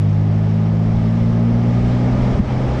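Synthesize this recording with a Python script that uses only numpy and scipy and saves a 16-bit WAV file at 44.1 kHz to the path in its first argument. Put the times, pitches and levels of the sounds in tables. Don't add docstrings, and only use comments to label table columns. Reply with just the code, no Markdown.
import sys
import numpy as np
from scipy import signal
from scipy.io import wavfile
from scipy.ndimage import uniform_filter1d

SR = 44100
rng = np.random.default_rng(int(sys.argv[2]) if len(sys.argv) > 2 else 0)


def linear_from_db(decibels):
    return 10 ** (np.asarray(decibels, float) / 20)


def master_out(mix):
    frames = np.transpose(np.atleast_2d(mix))
    ceiling = np.clip(frames, -1, 1)
    pcm = np.round(ceiling * 32767).astype(np.int16)
    wavfile.write(sys.argv[1], SR, pcm)


N = 123480
T = np.arange(N) / SR

# start_s, firing_rate_hz, load_db
ENGINE = [(0.028, 51.31, -15.5), (0.629, 54.21, -18), (1.101, 56.02, -17.5), (1.662, 58.7, -16),
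          (2.1, 61.15, -16.5), (2.32, 62.33, -16.5), (2.351, 61.6, -28.5), (2.41, 63.37, -33.5),
          (2.439, 63.56, -24), (2.55, 63.13, -17.5), (2.77, 63.2, -20.5)]
# multiple of the firing pattern rate, level_db under the load
ORDERS = [(1, -13.5), (2, 2), (3, -4.5), (4, -5.5), (5, -22.5), (6, -24), (7, -26), (8, -28.5)]
# frequency_hz, gain_db
CABIN = [(52, -4.5), (64, 1.5), (140, -3.5), (163, 3), (190, -6), (208, -5), (227, 2), (250, -3.5)]
# frequency_hz, density_db
RUMBLE = [(18, -5.5), (35, -1.5), (60, -1), (85, -2.5), (140, -2.5), (205, -4.5), (270, -8.5), (400, -33)]
# frequency_hz, density_db
ROAR = [(150, -29.5), (260, -3.5), (273, -5.5), (397, -9.5), (442, -10.5), (601, -8.5), (1030, -19),
        (2190, -31), (2600, -36.5), (3380, -59), (5720, -120)]
# frequency_hz, density_db
HISS = [(1000, -34), (1700, -1.5), (2190, -2), (2510, -6), (2950, -4.5), (4520, -12), (5350, -11.5),
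        (8690, -28), (13000, -53), (16800, -88.5), (22000, -120)]
# start_s, effort_db
ROAD = [
    (0.03, -46),
    (1.41, -43),
    (2.32, -38.5),
    (2.35, -39.5),
]
# start_s, effort_db
ROAD_END = (4.2, -37.5)
# pitch_hz, width_hz, level_db
PANELS = [(400, 24, -42), (597, 69, -44.5), (829.7, 14, -46.5), (1215, 120, -48), (2240, 280, -57.5)]
# pitch_hz, width_hz, level_db
WHINES = [(4722, 30, -67), (5213, 25, -73), (5405, 30, -68)]
# deepest_push_s, level_db, body_pitch_hz, spread_s
BUMPS = [(.73, -24, 62, .03), (1.54, -24, 52, .03), (2.125, -23, 35, .03), (2.3305, -18, 40, .014),
         (2.353, -9, 80, .006), (2.383, -8, 120, .003), (2.4006, -8, 205, .008), (2.4075, -12, 70, .01),
         (2.427, -14, 120, .008), (2.585, -21, 58, .03), (2.72, -23, 62, .05)]

START_TURNS = 0.55
SMEAR_RAD, SMEAR_MID_ORDER = 0.85, 2.7
WAVER_DB, WAVER_PER_S = 0.52, 11
EASE_S, EASE_DB = 2.42, -8.5
ROAD_MID_DB = -42.5
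RUMBLE_DB, ROAR_DB, HISS_DB = -27, -29.5, -45
RUMBLE_SHARE, ROAR_SHARE, HISS_SHARE = 0.81, 0.95, 1.01
PAN_HZ, PAN_WIDTH_HZ, PAN_DB = 207.4, 25, -36
COARSE_S, COARSE_DB = 2.0, 8.5
DUCK_FROM_S, DUCK_DB, DUCK_FALL_S, DUCK_BACK_S = 2.394, -5.5, 0.0062, 0.065


def unit_rms(x):
    return x / np.sqrt(np.mean(x ** 2) + 1e-20)


def response(points, hz):
    point_hz, level_db = np.transpose(points)
    return np.interp(np.log(hz + 1), np.log(point_hz + 1), level_db)


def slow_drift(top_per_s):
    drift = 0
    for rate_hz in np.geomspace(1, top_per_s, num=20):
        drift = drift + np.sin(2 * np.pi * (rate_hz * T + rng.random())) / np.sqrt(rate_hz)
    return unit_rms(drift)


def engine():
    start_s, rate_hz, load_db = np.transpose(ENGINE)
    firing_hz = uniform_filter1d(np.interp(T, start_s, rate_hz), size=4000)
    turns = START_TURNS + np.cumsum(firing_hz) / SR
    eased_db = EASE_DB / (1 + np.exp(-(T - EASE_S) / 0.017))
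    boom = 0
    for order, order_db in ORDERS:
        waver_db = WAVER_DB * abs(order - 2) ** 0.5 * slow_drift(WAVER_PER_S)
        level_db = order_db + eased_db * (order > 2) + response(CABIN, order * firing_hz) + waver_db
        smear_rad = SMEAR_RAD * (order - SMEAR_MID_ORDER) ** 2
        boom = boom + linear_from_db(level_db) * np.cos(2 * np.pi * order * turns - smear_rad)
    return np.sqrt(2) * linear_from_db(np.interp(T, start_s, load_db)) * boom


def coloured_noise(colour, patchy_db, edge_db, size=2048):
    frames, hz = 4 * N // size + 5, np.fft.rfftfreq(size, 1 / SR)
    real, imaginary, patches = rng.standard_normal((frames, len(hz), 3)).T
    patches = uniform_filter1d(patches, size=16, axis=0)
    patches = unit_rms(uniform_filter1d(patches, size=6, axis=1))
    octaves_below = np.maximum(np.log2(colour[0][0] / (hz + 1)), 0)
    octaves_above = np.maximum(np.log2((hz + 1) / colour[-1][0]), 0)
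    colour_db = response(colour, hz) - edge_db * (octaves_below + octaves_above)
    spectra = (real + 1j * imaginary) * linear_from_db(colour_db[:, None] + patchy_db * patches)
    return unit_rms(signal.istft(spectra, nperseg=size, noverlap=3 * size // 4)[1][:N])


def resonance(hz, width_hz):
    carrier = np.exp(2j * np.pi * hz * T)
    decay = np.exp(-np.pi * width_hz / SR)
    envelope = rng.standard_normal(N) / carrier
    for _ in range(2):
        envelope = signal.lfilter([1], [1, -decay], envelope)
    return unit_rms((carrier * envelope).real)


def road():
    effort_db = np.interp(T, *np.transpose(list(ROAD) + [ROAD_END])) - ROAD_MID_DB
    rumble_db = RUMBLE_DB + RUMBLE_SHARE * effort_db + 0.5 * slow_drift(5.5)
    rumble = linear_from_db(rumble_db) * coloured_noise(RUMBLE, patchy_db=-2.0, edge_db=21, size=4096)
    panels = sum(linear_from_db(level_db) * resonance(hz, width_hz) for hz, width_hz, level_db in PANELS)
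    tread = linear_from_db(ROAR_DB) * coloured_noise(ROAR, patchy_db=0.1, edge_db=13.5)
    roar = linear_from_db(ROAR_SHARE * effort_db) * (tread + panels)
    hiss_db = HISS_DB + HISS_SHARE * effort_db + 0.6 * slow_drift(40)
    hiss = linear_from_db(hiss_db) * coloured_noise(HISS, patchy_db=0.8, edge_db=29.5, size=1024)
    return rumble + roar + hiss


def whines():
    return sum(linear_from_db(level_db) * resonance(hz, width_hz) for hz, width_hz, level_db in WHINES)


def bumps():
    push = 0
    for deepest_s, level_db, hz, spread_s in BUMPS:
        since = T - deepest_s
        push = push + linear_from_db(level_db) * np.exp(-(since / spread_s) ** 2) * np.cos(2 * np.pi * hz * since)
    return -push


def floor_pan():
    coarse = 1 / (1 + np.exp(-(T - COARSE_S) / 0.08))
    return linear_from_db(PAN_DB + COARSE_DB * coarse) * resonance(PAN_HZ, PAN_WIDTH_HZ)


def gain_duck():
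    since = np.maximum(T - DUCK_FROM_S, 0)
    fall = 1 - np.exp(-since / DUCK_FALL_S)
    recovery = np.exp(-(since / DUCK_BACK_S) ** 2)
    return linear_from_db(DUCK_DB * fall * recovery)


def scene():
    steady = gain_duck() * (road() + whines())
    return (engine() + steady + bumps() + floor_pan())[None]


def low_pass(x):
    return signal.sosfilt(signal.butter(12, 13110, fs=SR, output="sos"), x)


def record(dry):
    soft = np.tanh(dry)
    finished = soft - uniform_filter1d(soft, size=8000)
    return low_pass(finished)


dry = scene()
out = record(dry)
master_out(out)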